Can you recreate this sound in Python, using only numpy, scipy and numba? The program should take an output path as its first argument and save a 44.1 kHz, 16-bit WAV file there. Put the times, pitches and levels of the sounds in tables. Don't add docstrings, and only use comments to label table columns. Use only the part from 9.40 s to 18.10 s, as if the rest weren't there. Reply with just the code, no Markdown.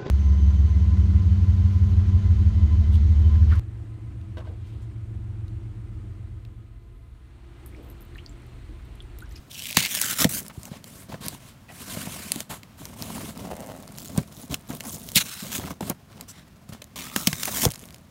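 import sys
import numpy as np
from scipy import signal
from scipy.fft import rfft, irfft
from scipy.io import wavfile
from scipy.ndimage import uniform_filter1d
from numba import njit

SR = 44100
rng = np.random.default_rng(int(sys.argv[2]) if len(sys.argv) > 2 else 0)


def master_out(mix):
    frames = np.transpose(np.atleast_2d(mix))
    ceiling = np.clip(frames, -1, 1)
    pcm = np.round(ceiling * 32767).astype(np.int16)
    wavfile.write(sys.argv[1], SR, pcm)


N = 383669
SPLIT_HZ = 7000
TOP_HZ = 15750
WAVER_PER_S = 30


def undb(db):
    return 10 ** (np.asarray(db) / 20)


def unit(x):
    return x / np.sqrt(np.mean(x ** 2))


def curves(rows):
    s, *columns = np.transpose(rows)
    return [np.interp(np.arange(N) / SR, s, c) for c in columns]


def colour(x, points):
    size = 4096
    hz, db = np.transpose(points)
    bins_hz = np.arange(size // 2 + 1) * SR / size
    gain = undb(np.interp(np.log(bins_hz + 1), np.log(hz), db))
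    cepstrum = irfft(np.log(gain))
    cepstrum[1:size // 2] *= 2
    cepstrum[size // 2 + 1:] = 0
    response = irfft(np.exp(rfft(cepstrum)))
    return signal.fftconvolve(x, response)[:len(x)]


def hump(x, hz, depth_db):
    octaves = np.arange(-4, 5)
    return colour(x, np.transpose([hz * 2. ** octaves, -depth_db * np.abs(octaves) ** 1.07]))


def split(x):
    halves = [signal.butter(N=2, Wn=SPLIT_HZ, btype=kind, fs=SR, output="sos") for kind in ("low", "high")]
    return [signal.sosfilt(sos, signal.sosfilt(sos, x)) for sos in halves]


def walk(rate):
    hold = max(int(SR / rate), 2)
    levels = rng.standard_normal(N)[np.arange(N) // hold]
    return unit(uniform_filter1d(levels, hold))


def steady(x):
    power = np.abs(uniform_filter1d(x ** 2, SR // 12))
    return x / np.sqrt(power + np.mean(x ** 2) / 10 ** 2)


def slips(rate, spread_db, flicker_db, flicker_rate):
    clicks = (rng.random(N) < rate / SR) * rng.choice([-1, 1], N)
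    size_db = spread_db * np.minimum(rng.standard_normal(N), 2)
    return clicks * undb(size_db + flicker_db * walk(flicker_rate))


def scatter(x, t60, db):
    t = np.arange(SR // 4) / SR
    tail = rng.standard_normal(len(t)) * np.exp(-np.log(1000) * t / t60)
    return x + undb(db) * signal.fftconvolve(x, tail / np.linalg.norm(tail))[:len(x)]


def add(out, s, x):
    i = max(int(s * SR), 0)
    out[i:i + len(x)] += x[:max(N - i, 0)]


@njit
def resonator(x, hz, damping):
    band, high, b, l = np.empty(len(x)), np.empty(len(x)), 0., 0.
    for i in range(len(x)):
        g = np.tan(np.pi * min(hz[i] / SR, .45))
        v = (b + g * (x[i] - l)) / (1 + g * (g + damping))
        low = l + g * v
        b, l = 2 * v - b, 2 * low - l
        band[i], high[i] = damping * v, x[i] - damping * v - low
    return band, high


def pops(rate, hz, spread_db, decay_s):
    out, t = np.zeros(N), np.arange(SR // 100) / SR
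    count = int(rate * N / SR)
    starts = rng.integers(0, N, count)
    variations = np.clip(rng.standard_normal((count, 3)), -2, 2)
    for i, (size, length, pitch) in zip(starts, variations):
        pop_hz = min(hz[i] * 2 ** (.7 * pitch), TOP_HZ)
        note = np.sin(2 * np.pi * pop_hz * t)
        fall = np.exp(-t / (decay_s * 2 ** (length / 2)))
        grit = rng.standard_normal(len(t)) * np.sqrt(2) * fall
        add(out, i / SR, undb(spread_db * size) * (note + grit) * fall)
    return unit(out)


def cracks(rows, rise_s, decay_s, tail_s, tail_db, depth_db, size_law):
    out, lead = np.zeros(N), 1 / 100
    for s, db, hz in rows:
        t = (np.arange(SR // 14) / SR - lead) * (hz / SPLIT_HZ) ** size_law
        fall = np.exp(-np.abs(t) / decay_s) + undb(tail_db) * np.exp(-np.abs(t) / tail_s)
        burst = np.where(t < 0, np.exp(-np.abs(t) / rise_s), fall)
        crack = hump(rng.standard_normal(len(t)) * burst, hz, depth_db)
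        peak = np.sqrt(uniform_filter1d(crack ** 2, SR // 1000).max())
        add(out, s - lead + 0.00105, undb(db) * crack / peak)
    return out


def hand_echo(x, lag_s, share):
    n = np.arange(N)
    lag = lag_s * SR * np.exp(0.51 * walk(8.3))
    return x + share * np.interp(n - lag, n, x)


def strokes(rows, attack_share, release_s):
    gains = np.zeros((3, N))
    for start, length, db, swell_db, treble_db, drag_db in rows:
        t = np.arange(int(length * SR) + SR // 4) / SR
        attack = np.sin(np.pi / 2 * np.minimum(t / (attack_share * length), 1)) ** 2
        release = np.exp(-np.maximum(t - length, 0) / release_s)
        swell = undb(swell_db * (np.minimum(t / length, 1) - .5))
        shape = attack * release * swell
        for gain, band_db in zip(gains, (db, db + treble_db, drag_db)):
            add(gain, start, (undb(band_db) * shape) ** 2)
    return np.sqrt(gains)


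# (frequency [Hz], gain [dB])
GARDEN_SPECTRUM = [(18, -15), (30, -5), (131, -1.5), (415, -23), (822, -21), (1590, -24.5), (9460, -37.5),
                   (16000, -39)]


def garden():
    level_db = -51.5 + 1.0 * walk(3.16)
    return unit(colour(rng.standard_normal(N), GARDEN_SPECTRUM)) * undb(level_db)


# (frequency [Hz], relative level [dB], decay time t60 [s])
BOX_MODES = [(125.8, -11, 0.11), (171.5, 6.5, 0.042), (202.5, 6, 0.039), (231, 1.5, 0.026),
             (452.4, -13, 0.041), (561, -3, 0.023), (607, -13.5, 0.051)]


def box_ring(pitch, lag_s=0.0034, rise_s=0.0081):
    t, out = np.arange(SR // 5) / SR, 0
    for hz, db, t60 in BOX_MODES:
        age = np.maximum(t - lag_s * np.sqrt(BOX_MODES[1][0] / hz), 0)
        envelope = (1 - np.exp(-age / rise_s)) * np.exp(-np.log(1000) * age / t60)
        out = out + undb(db) * np.sin(2 * np.pi * hz * pitch * age) * envelope
    return out / np.abs(out).max()


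RUMBLE_DB, SCUFF_DB = -1, -7.5
HOLD_DB = -54.5
TAPS_PER_S, TAP_HZ, TAP_DB = 35, 900., -12
# (frequency [Hz], gain [dB])
BOARD_SPECTRUM = [(200, -11), (360, -0.5), (500, 0), (680, 3), (850, -9), (1100, -1), (1500, -11.5),
                  (4000, -14), (12000, -19.5)]


def board(drag):
    judder = slips(700, spread_db=2, flicker_db=3.0, flicker_rate=55)
    panels = signal.fftconvolve(judder, box_ring(0.96))[:N]
    panel_outline = [(50, 2.5), (90, -0.5), (160, -6), (260, 1.0), (400, 1.0), (1500, -41.0)]
    rumble = steady(colour(panels, panel_outline))
    ribs = slips(1800, spread_db=2.0, flicker_db=3.0, flicker_rate=90)
    scuff = steady(colour(ribs, BOARD_SPECTRUM))
    taps = pops(TAPS_PER_S, np.full(N, TAP_HZ), spread_db=3.5, decay_s=.0016)
    taps = unit(hump(taps, TAP_HZ, depth_db=4))
    force = np.hypot(drag, undb(HOLD_DB))
    return force * (undb(RUMBLE_DB) * rumble + undb(SCUFF_DB) * scuff) + drag * undb(TAP_DB) * taps


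# (start [s], length [s], relative level [dB], swell from start to end [dB],
# sizzle above 7 kHz before its trim, relative [dB], drag on the box [dB])
TUGS = [(.095, 0.23, -40, 12.5, -2.5, -56.5), (.365, 0.1, -25, -7, -6.5, -40),
        (.47, 0.26, -33.5, 2.5, 2.5, -46.5), (.75, 0.074, -31.5, 19.5, 2, -40),
        (.888, 0.099, -39.5, -0.5, 10.5, -39), (4.572, 0.11, -52, -6, 7, -53),
        (4.69, 0.12, -62, 5.5, 8, -38.5), (4.91, 0.13, -59.5, 9, 8, -49),
        (5.095, 0.034, -47, 8, 1.5, -32.5), (5.285, 0.086, -55.5, -3, 10.5, -37.5),
        (5.445, 0.11, -53.5, 5, 14, -43), (5.58, 0.29, -57.5, 8.5, 10.5, -47.5),
        (5.845, 0.19, -40.5, -2, -0.5, -63), (6.02, 0.11, -44.5, -3, 1, -39),
        (6.115, 0.045, -34, 8.5, 3.5, -39.5), (6.18, 0.14, -49.5, -0.5, 2, -35.5),
        (7.555, 0.19, -40, -8.5, -3, -44.5), (7.745, 0.34, -40.5, -4, 3, -43.5),
        (7.99, 0.252, -39.5, 19, 5.5, -41)]


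def tugs():
    return strokes(TUGS, attack_share=0.069, release_s=0.017) * undb(1 * walk(WAVER_PER_S))


CRACKLE_PER_S, CRACKLE_DB = 170, -2
FAST_PEEL_DB = -32.5
STRIP_RING_DB = -2
# (time [s], lowest resonance before wavering [Hz], glue slips [1/s],
# ring of that resonance before a 6 dB lift [dB])
FREED_STRIP = [(.1, 2860, 2500, -23), (.35, 2700, 690, -16), (.4, 2220, 2500, -27.5),
               (.56, 1700, 2600, -7.5), (.83, 1300, 4000, 2), (.95, 1580, 3900, 2), (4.55, 3600, 1000, -12),
               (5.74, 3640, 2600, -15), (5.772, 2310, 3100, 2), (5.81, 1380, 6000, -26),
               (6.3, 1090, 1030, -21.5), (7.6, 1124, 2400, 3.5), (7.78, 1325, 2200, 8.5),
               (8.24, 1130, 9700, -0.5)]
# (frequency [Hz], gain [dB])
FILM_SPECTRUM = [(300, 2), (1000, 0), (3750, 5), (4700, 1.5), (5700, 4), (10000, -0.5), (16000, 0.5)]
# (start [s], length [s], level [dB])
PEEL_RUNS = [(0.347, 0.03, -34), (0.525, 0.046, -42), (5.745, 0.055, -13), (5.79, 0.043, -23.5)]


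def tape(gain, sizzle_gain):
    hz, rate, ring_db = curves(FREED_STRIP)
    hz = hz * (1 + .03 * walk(20))
    fine_slips = slips(rate, spread_db=3.5, flicker_db=2.2, flicker_rate=260)
    beads = pops(CRACKLE_PER_S, 2 * hz, spread_db=4, decay_s=.0005)
    beads = beads / (1 + gain / undb(FAST_PEEL_DB))
    glue = unit(fine_slips) + undb(CRACKLE_DB) * beads
    film = resonator(glue, hz, .42)[1] - undb(-19) * glue
    lowest = resonator(resonator(glue, hz, .25)[0], hz, .25)[0]
    film = film + undb(ring_db + 6) * lowest
    for k in range(2, 8):
        level = undb(STRIP_RING_DB + 3.5 * walk(40))
        overtone_hz = k * hz * (1 + .04 * walk(14))
        film = film + level * resonator(glue, overtone_hz, .1 / np.sqrt(k))[0]
    film = hand_echo(film, lag_s=0.000383, share=0.28)
    body, sizzle = (steady(part) for part in split(colour(film, FILM_SPECTRUM)))
    runs = np.zeros(N)
    for s, length, db in PEEL_RUNS:
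        add(runs, s, undb(db) * signal.windows.hann(int(length * SR)))
    tear = body + undb(-2.5) * sizzle
    tear = tear / np.sqrt(np.abs(uniform_filter1d(tear ** 2, SR // 200)) + 1 / 20)
    peel = undb(-1.0) * (body * gain + undb(2.0) * sizzle * sizzle_gain)
    return peel + runs * tear


# (time [s], relative peak level [dB], brightest frequency [Hz])
GLUE_SNAPS = [(0.3692, 5.5, 2670), (.3932, -8, 4600), (.404, -7, 3630), (.4262, -9, 2700),
              (.4592, -8, 3020), (.5492, -5.5, 6530), (0.6142, 0, 8150), (0.8435, 2, 1900),
              (4.7757, -9.5, 7200), (5.1421, -5.5, 3480), (5.757, 2.5, 9000), (6.4075, -19.5, 2400),
              (6.4975, -6.5, 9700), (7.7612, -1, 1740), (7.8715, 5.5, 3670), (7.929, -8, 1540),
              (8.032, -6.5, 3020), (8.0541, -6, 11500), (8.08, -14, 1610), (8.2516, 2, 6060)]
# (time [s], relative peak level [dB], brightest frequency [Hz])
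CREASE_TICKS = [(.2897, -24, 3920), (.3085, -12, 6100), (.3168, -26, 3750), (.3465, -15, 3800),
                (.5706, -11.5, 3000), (.6235, -7, 8000), (.7304, -10, 4130), (1.0809, -22, 5000),
                (1.2316, -19, 8290), (1.2534, -18.5, 6500), (1.4414, -20.5, 3330), (1.8622, -13, 12000),
                (1.8826, -3, 11200), (2.9185, 3, 10300), (2.9587, -10.5, 9450), (3.0037, -9.5, 3330),
                (3.2321, -23.5, 3120), (3.4535, -13.5, 6850), (3.6226, -9.5, 9600), (3.9748, -22.5, 5000),
                (4.4248, -25, 15000), (4.584, -13, 14000), (5.3492, -17, 11100), (5.4058, -13, 2350),
                (5.688, -13, 9000), (5.7174, -14.5, 9270), (6.8095, -14.5, 7100), (7.3335, -24, 11000),
                (7.4196, -20.5, 2660), (7.4415, -24, 6850), (7.5584, -18.5, 4090), (8.3035, -17, 5000),
                (8.3123, -14.5, 8260), (8.3182, -12, 8520), (8.3367, -21, 5410), (8.357, -19, 4050),
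                (8.5437, -22, 5410)]


def snaps():
    tears = undb(-11.5) * cracks(GLUE_SNAPS, rise_s=0.0007, decay_s=0.0015, tail_s=0.005,
                                 tail_db=-12, depth_db=3.5, size_law=0)
    clicks = undb(-14) * cracks(CREASE_TICKS, rise_s=.0003, decay_s=.0004, tail_s=.0022,
                                tail_db=-17, depth_db=3, size_law=1)
    knock = colour(scatter(clicks, t60=0.027, db=8.0), BOARD_SPECTRUM)
    return tears + clicks + undb(-5.5) * knock


# (time [s], peak level [dB], panel stiffness as a pitch factor [ratio])
BOX_JOLTS = [(0.369, -15.5, 1.04), (.847, -7.5, 1.09), (1.173, -24.5, 0.58), (1.312, -26.5, 0.88),
             (1.738, -30, 1), (2.567, -22.5, 0.96), (2.668, -25.5, 1.03), (2.956, -24.5, 1.36),
             (4.776, -9, 0.92), (5.298, -23, 1.2), (5.759, -16, 0.97), (6.406, -21.5, 1.5),
             (6.423, -25, 1.02), (6.496, -19.5, 1.08), (7.29, -29.5, 0.89), (7.759, -20.5, 1.25),
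             (7.87, -12.5, 1.11), (7.926, -23.5, 0.78), (8.2594, -9.5, 0.68), (8.28, -20.5, 0.7)]


def thumps():
    out = np.zeros(N)
    for s, db, pitch in BOX_JOLTS:
        add(out, s, undb(db) * box_ring(pitch))
    return out


WHIP_START_HZ = 453
WHIP_FALL_S, WHIP_DECAY_S = 0.002, 0.0094
# (time [s], peak level [dB], final pitch before its flutter [Hz])
FLAP_WHIPS = [(.8445, -16.5, 574), (8.253, -14, 540)]


def whips():
    out, t = np.zeros(N), np.arange(SR // 12) / SR
    for s, db, low_hz in FLAP_WHIPS:
        glide_hz = low_hz + WHIP_START_HZ * np.exp(-t / WHIP_FALL_S)
        hz = glide_hz * np.exp(.3 * walk(900)[:len(t)])
        note = np.sin(2 * np.pi * np.cumsum(hz) / SR)
        add(out, s, undb(db) * note * np.exp(-t / WHIP_DECAY_S))
    return out


# (start [s], length [s], relative level [dB], centre [Hz])
FLAP_SCRAPES = [(0.85, 0.019, -37, 600), (1.094, 0.029, -45.5, 1020), (1.328, 0.057, -50, 794),
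                (2.291, 0.061, -50, 720), (3.095, 0.09, -41.5, 1010), (4.778, 0.021, -35, 900),
                (5.305, 0.021, -40.5, 940), (5.445, 0.06, -47, 910), (6.406, 0.011, -31, 520),
                (6.425, .016, -37.5, 520), (6.494, 0.04, -33, 517), (8.076, 0.022, -31, 630),
                (8.262, 0.044, -38.5, 785)]


def scrapes():
    out, grit = np.zeros(N), slips(3000, spread_db=3, flicker_db=2, flicker_rate=500)
    for s, length, db, hz in FLAP_SCRAPES:
        i, n = int(s * SR), int(length * SR)
        u = np.arange(n) / n
        envelope = np.minimum(u / 0.11, 1) * (1 - u) ** 1.08
        stroke = np.pad(grit[i:i + n] * envelope, (0, SR // 50))
        ring = hump(stroke, hz, depth_db=8)
        add(out, s, undb(db - 1.0) * ring * np.sqrt(n / np.sum(ring ** 2)))
    return out


# (frequency [Hz], gain [dB])
SKIN_SPECTRUM = [(590, -36), (1000, 6), (2100, 3), (4000, 2), (4900, -1), (9300, -1), (15100, -7),
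                 (16000, -14)]


def rubbing(grain, gain, treble_gain):
    hiss, treble = (unit(part) for part in split(colour(grain, SKIN_SPECTRUM)))
    return undb(-4.5) * hiss * gain + undb(-5.0) * treble * treble_gain


SLIDE_ATTACK_SHARE, SLIDE_RELEASE_S = 0.22, 0.022
# (start [s], length [s], relative level [dB],
# swell from start to end [dB], treble before its trim, relative [dB], drag on the box [dB])
TAPE_RUSTLES = [(0.99, 0.11, -50.5, -9, 7, -45.5), (4.3, 1.17, -60, -11.5, 6.5, -49),
                (5.35, 0.47, -58, -12, 12, -46.5), (6.67, 0.16, -57, 8, -16, -49),
                (8.265, 0.12, -48.5, -5, 5, -55), (8.39, 0.19, -54, -15, 4.5, -51)]


def rustle_strokes():
    return strokes(TAPE_RUSTLES, SLIDE_ATTACK_SHARE, SLIDE_RELEASE_S)


def loose_tape(gain, treble_gain):
    creases = pops(120, np.full(N, 6000.), spread_db=5.5, decay_s=.0005)
    return rubbing(steady(creases + .35 * rng.standard_normal(N)), gain, treble_gain)


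# (start [s], length [s], relative level [dB],
# swell from start to end [dB], treble before its trim, relative [dB], drag on the box [dB])
HAND_SLIDES = [(1.11, 0.17, -55, 8, 3, -50), (1.29, 0.081, -48.5, 4, -8, -48),
               (1.435, 0.2, -51.5, -3, 4.5, -50), (1.68, 0.068, -48, 1.5, -8, -39),
               (1.8, 0.064, -39.5, 7.5, -3, -39), (1.875, 0.076, -45, -2, 0.5, -45),
               (1.98, 0.11, -52, 11, -2.5, -56.5), (2.27, 0.16, -49.5, 17, 2, -53),
               (2.39, 0.62, -39, -5.5, 1, -42), (3.09, 0.075, -42.5, -13, 5, -39),
               (3.365, 0.18, -50, -5, 2.5, -44), (3.54, 0.36, -44, 0.5, 3.5, -37),
               (3.9, 0.54, -58.5, -13, 3, -40), (6.405, 0.077, -45.5, 10, 2, -39.5),
               (6.878, 0.03, -49.5, -8, 5, -60), (6.92, 0.072, -50.5, 7.5, -11, -58),
               (7.288, 0.021, -48.5, -20, 0.5, -51), (7.32, 0.028, -43.5, -11, -11, -39)]


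def slide_strokes():
    return strokes(HAND_SLIDES, SLIDE_ATTACK_SHARE, SLIDE_RELEASE_S) * undb(0.8 * walk(WAVER_PER_S))


def hands(gain, treble_gain):
    fibres = slips(9000, spread_db=3, flicker_db=1.5, flicker_rate=150)
    return rubbing(hand_echo(fibres, lag_s=0.000303, share=0.32), gain, treble_gain)


# (time [s], relative peak level [dB], centre [Hz])
BOARD_KNOCKS = [(1.721, -30, 670), (1.742, -24.5, 716), (2.57, -30, 606), (2.669, -29.5, 650),
                (4.1125, -21, 513), (4.13, -27, 600), (6.238, -27.5, 990), (6.309, -31, 1000)]


def knocks():
    return undb(-5) * cracks(BOARD_KNOCKS, rise_s=.0004, decay_s=.0025, tail_s=.007,
                             tail_db=-14, depth_db=11, size_law=0)


# (start [s], length [s], level [dB], lower resonance [Hz])
SKIN_SQUEAKS = [(2.282, 0.036, -50, 1960), (6.879, .045, -46.5, 5960), (7.415, 0.013, -47, 2500)]


def squeaks():
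    out = np.zeros(N)
    for s, length, db, hz in SKIN_SQUEAKS:
        grit = rng.standard_normal(int(length * SR))
        ring = sum(resonator(grit, np.full(len(grit), ratio * hz), .07)[0] for ratio in (1., 1.27))
        add(out, s, undb(db) * unit(ring * signal.windows.tukey(len(grit))))
    return out


CREAK_CLICK_DB = -13.5
# (time [s], level [dB], mean slips [1/s])
WALL_CREAK = [(4.0, -57, 67), (4.12, -37.5, 78), (4.2, -46, 110), (4.28, -43, 100), (4.35, -47, 87),
              (4.42, -49, 91), (4.5, -59, 59)]
# (frequency [Hz], width [Hz], relative level [dB])
WALL_MODES = [(595, 250, 6), (750, 220, -6), (1170, 380, -17), (2010, 380, -12.5), (2600, 870, -16)]


def creak():
    db, rate = curves(WALL_CREAK)
    t = np.arange(N) / SR
    cycles = np.cumsum(rate * (1 + .2 * walk(90))) / SR
    pulses = unit(np.diff(np.floor(cycles), prepend=0))
    grit = unit(rng.standard_normal(N) * np.exp(-(cycles % 1) / .25))
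    push = (pulses + .8 * grit) * undb(2 * walk(80))
    wall = 0
    for hz, width, mode_db in WALL_MODES:
        centre = np.full(N, float(hz))
        once = resonator(push, centre, width / hz)[0]
        wall = wall + undb(mode_db) * resonator(once, centre, width / hz)[0]
    uneven_pulses = pulses * undb(4 * walk(80))
    clicks = unit(colour(scatter(uneven_pulses, t60=.008, db=0), SKIN_SPECTRUM))
    active = (t > WALL_CREAK[0][0]) & (t < WALL_CREAK[-1][0])
    return (unit(wall) + undb(CREAK_CLICK_DB) * clicks) * undb(db) * active


def scene():
    peel, sizzle, tape_drag = tugs()
    rub, treble, hand_drag = slide_strokes()
    rustle, rustle_treble, rustle_drag = rustle_strokes()
    drag = np.sqrt(tape_drag ** 2 + hand_drag ** 2 + rustle_drag ** 2)
    film = tape(peel, sizzle) + snaps() + loose_tape(rustle, rustle_treble) + squeaks()
    box = scrapes() + thumps() + whips() + knocks() + hands(rub, treble) + board(drag) + creak()
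    return (scatter(film + box, t60=.08, db=-18) + garden())[None]


def record(dry):
    bass_cut = signal.butter(N=3, Wn=46, btype="high", fs=SR, output="sos")
    top_cut = signal.ellip(10, .2, 80, TOP_HZ, fs=SR, output="sos")
    thin = signal.sosfilt(bass_cut, dry)
    return signal.sosfilt(top_cut, np.clip(thin, -1, 1))


dry = scene()
out = record(dry)
master_out(out)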